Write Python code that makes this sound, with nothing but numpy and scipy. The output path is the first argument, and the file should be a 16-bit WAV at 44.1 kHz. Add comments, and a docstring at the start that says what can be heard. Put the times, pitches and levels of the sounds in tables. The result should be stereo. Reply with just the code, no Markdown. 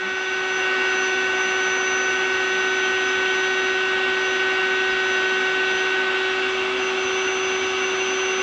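"""A small electric air pump in a furnished bedroom, near the bed; two close microphone ports hear it from the left.
Drone and rushing air swell in over the first second, with a soft low bump at 0.07 s: tones locked to a brush
motor of some 377 turns a second, their 120 Hz mains sidebands, and noise coloured by housing and room.
The tones change balance around 2.5 s; the 16-blade whine sinks near 4 s, and a fainter bump comes at 4.9 s.
The balance changes again around 6.5 s; the whine is back and the shaft fastest, near 378 turns a second, by the end."""
import sys
import numpy as np
from scipy import signal
from scipy.fft import rfft, irfft, next_fast_len
from scipy.io import wavfile
from scipy.ndimage import uniform_filter1d

SR = 44100
rng = np.random.default_rng(int(sys.argv[2]) if len(sys.argv) > 2 else 0)


def put_to_file(sound):
    """Save the sound as 16-bit audio at rate SR, in the file named by the first command-line argument."""
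    columns = np.atleast_2d(sound).T  # one column per channel
    safe = np.clip(columns, -1, 1)
    whole_steps = np.round(safe * 32767)
    wavfile.write(sys.argv[1], SR, whole_steps.astype(np.int16))


N = 371322   # samples

# Echo level of the bedroom against the direct sound: (f/Hz, level/dB)
ROOM_ECHO = [(30, -18), (3800, -17), (4400, -11)]
ROOM_T60_S = .3

# Rushing air before the opening swell: (t/s, level/dB, treble tilt/dB)
AIR_LEVEL = [(0, -27, 0), (1.5, -27, 0.5), (4.5, -26.5, 0), (8.42, -27, 0.7)]
# Broad spectrum of the air, relative only: (f/Hz, density/dB per Hz)
AIR_SPECTRUM = [(25, -88.5), (50, -77), (150, -76), (300, -68), (600, -66), (1000, -62.5), (1400, -61.5),
                (2100, -64.5), (2750, -61.5), (3200, -65.5), (4300, -72), (5550, -78.5), (5900, -76.5),
                (6200, -78), (7000, -82), (8200, -82.5), (11000, -89.5), (14800, -105)]
# Housing and room peaks and dips: (f/Hz, width/Hz, level/dB)
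AIR_RESONANCES = [(93, 11, 5.5), (171, 14, -7.5), (198.7, 13, 8.5), (230, 14, -6), (258, 18, 2.5),
                  (266.7, 28, 7.5), (320, 14, 4.5), (353.5, 15, 10.5), (412, 22, -8.5), (446, 13, 4),
                  (490, 8, -5), (495.5, 12, 5.5), (524, 12, 6), (600, 12, -6.5), (628, 12, 1.5),
                  (676, 29, -4.5), (738.4, 18, 4.5), (776, 12, 5.5), (836, 12, 2.5), (848, 21, -4),
                  (846, 14, 1.5), (977, 26, -6.5), (1060, 18, -5), (1109, 11, 5), (1161, 22, 4.5),
                  (1278, 30, 6), (1341, 16, -7.5), (1360, 14, 6), (1449, 22, 10.5), (1525, 16, 11.5),
                  (1542, 44, -7), (1827, 98, -5.5), (2020, 14, 6), (2050, 16, 0.5), (2150, 20, 3),
                  (2184, 57, 2.5), (2281, 21, 7.5), (2748, 67, 5.5), (2890, 55, 5), (3025, 140, -5),
                  (3170, 30, -1.5), (3250, 66, -3), (3490, 20, 2), (3550, 70, -2.5), (3900, 24, 5),
                  (3990, 85, -7), (2765, 36, 4.5), (5400, 160, -2.5), (5780, 60, 2), (5830, 37, 2),
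                  (6350, 190, -1)]
RESONANCES_BELOW_HZ = 6600
# Air balance between the ports: (f/Hz, left-right level/dB)
PORT_BALANCE = [(150, 0), (400, .6), (800, -.6), (1200, 1.5), (2500, .8), (3600, 2), (7000, 1), (8400, 0)]
# Air that each port hears alone, against the shared air: (f/Hz, level/dB)
UNSHARED_AIR = [(30, -55), (60, -42), (130, -18), (200, -18), (450, -20), (800, -11), (1200, -15),
                (1800, -9), (2500, -12), (4000, -2), (7000, -4), (8200, -10), (9500, -20)]
# Phase between the ports: (f/Hz, left lead/rad)
LEFT_LEAD = [(30, 0), (100, 0), (300, .07), (2500, .2), (3400, .94), (4500, 1.5), (7000, 2), (8400, np.pi),
             (14000, np.pi)]
SHAFT_THROB, MAINS_THROB, THROB_FROM_HZ = .2, .02, 3000   # depths of the treble's throb, as gain

# Two soft low bumps: (t/s, f/Hz, glide/Hz per s, peak level/dB, length/s)
LOW_BUMPS = [(0.072, 198, 350, -38, 0.04), (4.937, 55, -2, -46, 0.025)]

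# Shaft speed, creeping up as the wedge fills: (t/s, speed/turns per s)
SHAFT_SPEED = [(0.0, 376.7), (0.4, 376.38), (0.7, 375.95), (1.2, 376.38), (1.5, 376.1), (2.0, 376.18),
               (2.4, 376.57), (3.0, 376.85), (3.6, 376.88), (4.0, 377.22), (4.4, 377.1), (4.6, 377.33),
               (5.0, 377.23), (5.2, 376.94), (5.6, 377.22), (6.0, 377.33), (6.6, 377.78), (7.2, 378.01),
               (7.8, 377.98), (8.2, 378.2), (8.42, 378.18)]
MAINS_PULSE_HZ = 120
# Opening swell of the air and most tones: (t/s, gain/dB)
OPENING_SWELL = [(0, -3.5), (.2, -3), (.45, -1), (.8, 1), (1.1, 0.5)]
STRONG_SWELL_SHARE = 1.07   # strong tones swell in more deeply than the air
FLICKER_DB, TREMBLE_DB, FLICKER_PER_S = 4, .8, 22   # mains sidebands; shaft multiples; rate of both
WAVER_PER_S = 3
EVEN_WAVER_DB, STRONG_WAVER_DB, WHINE_WAVER_DB = 1.02, .2, .3   # first two grow as root of the shaft multiple
# Tones of even balance, before trim and swell: (shaft multiple, mains steps, level/dB, left-right level/dB)
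EVEN_PARTIALS = [(1, -1, -51, 0), (2, -1, -53, 1), (2, 1, -51, 0), (3, 1, -52, 3), (4, 1, -44, 1),
                 (5, 1, -48, 0), (9, -1, -53, 1), (9, 1, -47, 2), (10, -1, -52, 2), (11, 1, -58, 2),
                 (12, -1, -57, 1), (13, -1, -55, 3), (13, 1, -59, 3), (14, -1, -59, 1), (15, -1, -64, 3),
                 (15, 1, -58, 1), (16, -1, -61, 0), (21, -1, -70, 1), (21, 0, -68, 1), (23, 0, -72, 0),
                 (26, 0, -71, 0), (28, 0, -73, 0), (29, 0, -73, 0), (30, 0, -71, 0), (31, 0, -75, 0),
                 (32, 0, -64, 0), (33, 0, -80, 0), (34, 0, -79, 0), (35, 0, -81, 0), (36, 0, -84, 0),
                 (40, 0, -79, 0)]
EVEN_TRIM_DB = -2
# Strong tones: (shaft multiple, mains steps)
STRONG_PARTIALS = [(1, 0), (2, 0), (3, 0), (4, 0), (5, 0), (6, 0), (7, 0), (7, 1), (8, 0), (8, 1), (9, 0),
                   (10, 0), (11, 0), (13, 0), (12, 0), (14, 0), (15, 0), (17, 0), (20, 0), (5, -1), (10, 1)]
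# One row for each strong tone, before the swell: (level/dB, first change/dB, second change/dB)
STRONG_BALANCE = [(-29.5, 1.5, 1.2), (-39.5, 0, -3.5), (-44, -5.5, 7.5), (-26, 0.24, -9.5),
                  (-33.5, 0.8, -13), (-35.5, -2, -0.2), (-37.5, 0, 0.5), (-44, -0.86, 4), (-45.5, 1, -0.5),
                  (-49.5, 6, 0), (-41, 1.5, -1.5), (-49, 6, -9.5), (-55.5, 6.5, -6), (-51, -3, -8),
                  (-58, -5, 3), (-56.5, 2, 1), (-63, -0.5, -3), (-57, -8, 2.5), (-59.5, -3.5, 2),
                  (-46.5, 0, -6.5), (-47, 0.5, -4)]
# The two changes of balance: (middle t/s, spread/s)
BALANCE_SHIFTS = [(2.5, 0.27), (6.45, 0.34)]
# Strong tones at the ports before, between and after the shifts: (3 left-right levels/dB, 3 left leads/rad)
STRONG_POSITIONS = [(1, 1, 1, .08, .08, .04), (1, -3, -6, .1, .1, .1), (4, 0, 0, .1, 0, -.1),
                    (0, -1, 3, 0, -.1, .2), (3, 5, 9, .4, .6, 1), (0, 0, -1, 0, 0, -.2),
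                    (1, 1, 2, .1, .1, .3), (3, 2, 2, .3, .1, .2), (2, -2, -6, -1.8, 0, -1.8),
                    (1, 2, 1, -.2, .5, .3), (3, 3, 2, 1.4, 1, .6), (1, 2, 2, -1.3, .5, 1.1),
                    (-1, 5, 3, -.9, 1.6, 1.4), (3, 2, -2, 2, 1.7, 0), (0, 4, 3, .1, 1, 2.4),
                    (0, 2, 1, 3.1, 3, 3.2), (-4, 3, 0, -.9, 1.1, 1.1), (1, 1, 3, 2.3, 3.1, 1.7),
                    (0, 2, 0, 3.1, 2.2, 2.9), (2, 3, 3, .3, .3, .2), (3, 4, 4, 2.2, 1.9, 1.6)]
# Blade whine, fading and shifting as its reflections interfere: (t/s, level/dB, left lead/rad, left-right level/dB)
BLADE_WHINE = [(0.0, -43, 2.5, 2), (0.26, -37, 2.4, 2), (0.45, -38, 2.4, 1), (0.57, -34, 1.7, 2),
               (0.69, -33.5, 3.1, 0), (0.84, -34.5, 2.6, 1), (0.9, -36.5, 2, 2), (1.05, -32.5, 1.6, 3),
               (1.18, -38.5, 1.8, 2), (1.26, -36, 2.4, 1), (1.33, -37.5, 2.3, 2), (1.42, -33.5, 1.5, 2),
               (1.56, -34.5, 2.1, 2), (1.67, -31, 1.7, 2), (1.78, -32.5, 1.5, 2), (1.86, -30.5, 1.6, 2),
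               (2.04, -32, 1.5, 2), (2.18, -37.5, 1.4, 2), (2.3, -37.5, 2.2, 2), (2.35, -35, 2.3, 1),
               (2.46, -38, 2, 2), (2.6, -36.5, 1.7, 3), (2.84, -37, 1.5, 1), (2.97, -42.5, .7, 1),
               (3.1, -37.5, 1.4, 2), (3.2, -45, .8, 1), (3.41, -38, 1.1, 2), (3.56, -43, .5, 1),
               (3.61, -40.5, .6, 1), (3.68, -40.5, 1.1, 2), (3.78, -47, .1, 0), (3.9, -49, .5, 1),
               (4.05, -58, 2, 0), (4.14, -50, .5, 1), (4.23, -42, .5, 1), (4.31, -41, .2, 1),
               (4.41, -45.5, .2, 1), (4.47, -53, .3, 1), (4.52, -46, .5, 1), (4.6, -55, 1, 1),
               (4.72, -47, .8, 2), (4.8, -49, 1.2, 2), (4.87, -46, 1.2, 2), (4.97, -49, 1.6, 3),
               (5.13, -39.5, 1, 2), (5.23, -47, 1.2, 3), (5.3, -40, 1.6, 1), (5.42, -44.5, 1, 1),
               (5.6, -42, 2.7, 1), (5.65, -39, 2.5, 1), (5.71, -39.5, 1.8, 2), (5.79, -38, 1.6, 2),
               (5.85, -41.5, 1.7, 3), (5.92, -39.5, 2.5, 2), (6.02, -42.5, 2.9, 1), (6.08, -41, 3, 0),
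               (6.13, -47, 3.3, -1), (6.18, -40, 3.3, 0), (6.26, -39.5, 3.5, -1), (6.41, -40, 3.5, -1),
               (6.46, -48, 3.3, 0), (6.51, -42.5, 2, 2), (6.55, -41, 1.9, 2), (6.65, -44.5, 2.4, 1),
               (6.73, -48, 2.5, 1), (6.82, -40, 1.4, 3), (6.86, -38, 1.2, 2), (6.94, -45, 1.7, 3),
               (7.05, -37.5, 1, 2), (7.58, -36.5, .8, 1), (7.7, -37.5, 1.4, 2), (7.76, -41, 1.4, 3),
               (7.84, -36, .9, 2), (7.94, -38.5, 1.2, 2), (8.01, -35.5, 1, 2), (8.15, -34.5, .2, 1),
               (8.42, -35, .2, 0)]
BLADES = 16

CUTOFF_HZ = 15100


def amp(db):
    """Decibels to gain."""
    return 10 ** (np.asarray(db, float) / 20)


def in_time(rows):
    """Columns of a curve table, one value a sample."""
    t, *columns = np.transpose(rows)
    return [np.interp(np.arange(N) / SR, t, column) for column in columns]


def at_hz(points, hz):
    """A spectrum table read on a log frequency axis."""
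    table_hz, values = np.transpose(points)
    return np.interp(np.log(hz), np.log(table_hz), values)


def drift(per_s):
    """Slow random wander of spread 1: averaged noise knots every 100 samples, joined by lines."""
    knots = rng.standard_normal(N // 100 + 2)
    knots = uniform_filter1d(knots, size=max(int(SR / 200 / per_s), 1))
    return np.interp(np.arange(N) / 100, np.arange(len(knots)), knots / knots.std())


def room(hz, size):
    """Direct sound plus a dying scatter of echoes, which leaves a ragged spectrum."""
    echoes = rng.standard_normal(SR) * amp(-60 * np.arange(SR) / SR / ROOM_T60_S)
    echoes /= np.sqrt(np.sum(echoes ** 2))
    return 1 + amp(at_hz(ROOM_ECHO, hz)) * rfft(echoes, size)


def air(turns):
    """Turbulence through housing and room resonances at two ports; its treble throbs with shaft and mains."""
    size = next_fast_len(N)
    hz = np.arange(1, size // 2 + 2) * SR / size
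    shared, left, right = rfft(rng.standard_normal((3, N)), size)

    colour_db = at_hz(AIR_SPECTRUM, hz)
    below = hz[hz < RESONANCES_BELOW_HZ]
    for f, width, db in AIR_RESONANCES:
        colour_db[:len(below)] += db * np.exp(-.5 * ((below - f) / (width / 2)) ** 2)

    # each port takes half of the level and phase difference
    half = amp(at_hz(PORT_BALANCE, hz) / 2) * np.exp(.5j * at_hz(LEFT_LEAD, hz))
    own = amp(at_hz(UNSHARED_AIR, hz))
    ports = np.array([(shared + own * left) * half, (shared + own * right) / half])
    ports /= np.sqrt(1 + own ** 2)
    rush = irfft(ports * amp(colour_db) * room(hz, size), size)[:, :N]
    rush /= rush.std()

    level_db, tilt_db = in_time(AIR_LEVEL)
    swell_db, = in_time(OPENING_SWELL)
    lowpass = signal.butter(2, THROB_FROM_HZ, fs=SR, output="sos")
    low = signal.sosfiltfilt(lowpass, rush)
    treble = rush - low
    throb = 1 + SHAFT_THROB * np.cos(2 * np.pi * turns)
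    throb += MAINS_THROB * np.cos(2 * np.pi * MAINS_PULSE_HZ * np.arange(N) / SR)
    return amp(level_db + swell_db) * (low + amp(tilt_db) * throb * treble)


def bumps():
    """Short bell-shaped swells of a gliding low sine, equal at both ports."""
    t = np.arange(N) / SR
    out = np.zeros(N)
    for middle, hz, glide, peak_db, length in LOW_BUMPS:
        since = t - middle
        cycles = (hz + glide * since / 2) * since
        out += amp(peak_db) * np.exp(-(since / length) ** 2) * np.sin(2 * np.pi * cycles)
    return out


def tone(turns, multiple, steps, level_db, pan_db, lead, waver_db):
    """One partial at both ports: reflections waver it, brush sparking flickers mains sidebands."""
    cycles = multiple * turns + steps * MAINS_PULSE_HZ * np.arange(N) / SR + rng.random()
    sides = np.array([[.5], [-.5]])   # left, right
    # the plain shaft tone does not tremble
    flicker_depth_db = FLICKER_DB if steps else TREMBLE_DB * (multiple > 1)
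    moving_db = level_db + waver_db * drift(WAVER_PER_S) + flicker_depth_db * drift(FLICKER_PER_S)
    height = np.sqrt(2) * amp(moving_db) * amp(sides * pan_db)   # levels are RMS
    return height * np.sin(2 * np.pi * cycles + sides * lead)


def motor():
    """All tones locked to the shaft, some shifted by the torque pulse of the mains."""
    speed, = in_time(SHAFT_SPEED)
    turns = np.cumsum(speed) / SR
    swell_db, = in_time(OPENING_SWELL)

    whine_db, whine_lead, whine_pan_db = in_time(BLADE_WHINE)
    out = tone(turns, BLADES, 0, whine_db, whine_pan_db, whine_lead, WHINE_WAVER_DB)

    t = np.arange(N) / SR
    first, second = [.5 + .5 * np.tanh((t - middle) / spread) for middle, spread in BALANCE_SHIFTS]
    stages = [1 - first, first - second, second]
    for (k, steps), (db, first_db, second_db), place in zip(STRONG_PARTIALS, STRONG_BALANCE, STRONG_POSITIONS):
        pan_db, lead = np.reshape(place, (2, 3)) @ stages
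        level_db = db + STRONG_SWELL_SHARE * swell_db + first_db * first + second_db * second
        out += tone(turns, k, steps, level_db, pan_db, lead, STRONG_WAVER_DB * k ** .5)

    for k, steps, db, pan_db in EVEN_PARTIALS:
        lead = at_hz(LEFT_LEAD, k * speed.mean() + steps * MAINS_PULSE_HZ)
        level_db = db + EVEN_TRIM_DB + swell_db
        out += tone(turns, k, steps, level_db, pan_db, lead, EVEN_WAVER_DB * k ** .5)
    return out, turns


def scene():
    """Motor tones over the rush of air, with the two bumps."""
    tones, turns = motor()
    return tones + air(turns) + bumps()


def record(dry):
    """A steep elliptic low-pass cuts the top at both ports."""
    lowpass = signal.ellip(10, .5, 70, CUTOFF_HZ, fs=SR, output="sos")   # ripple and stopband in dB
    return signal.sosfilt(lowpass, dry)


dry = scene()
out = record(dry)
put_to_file(out)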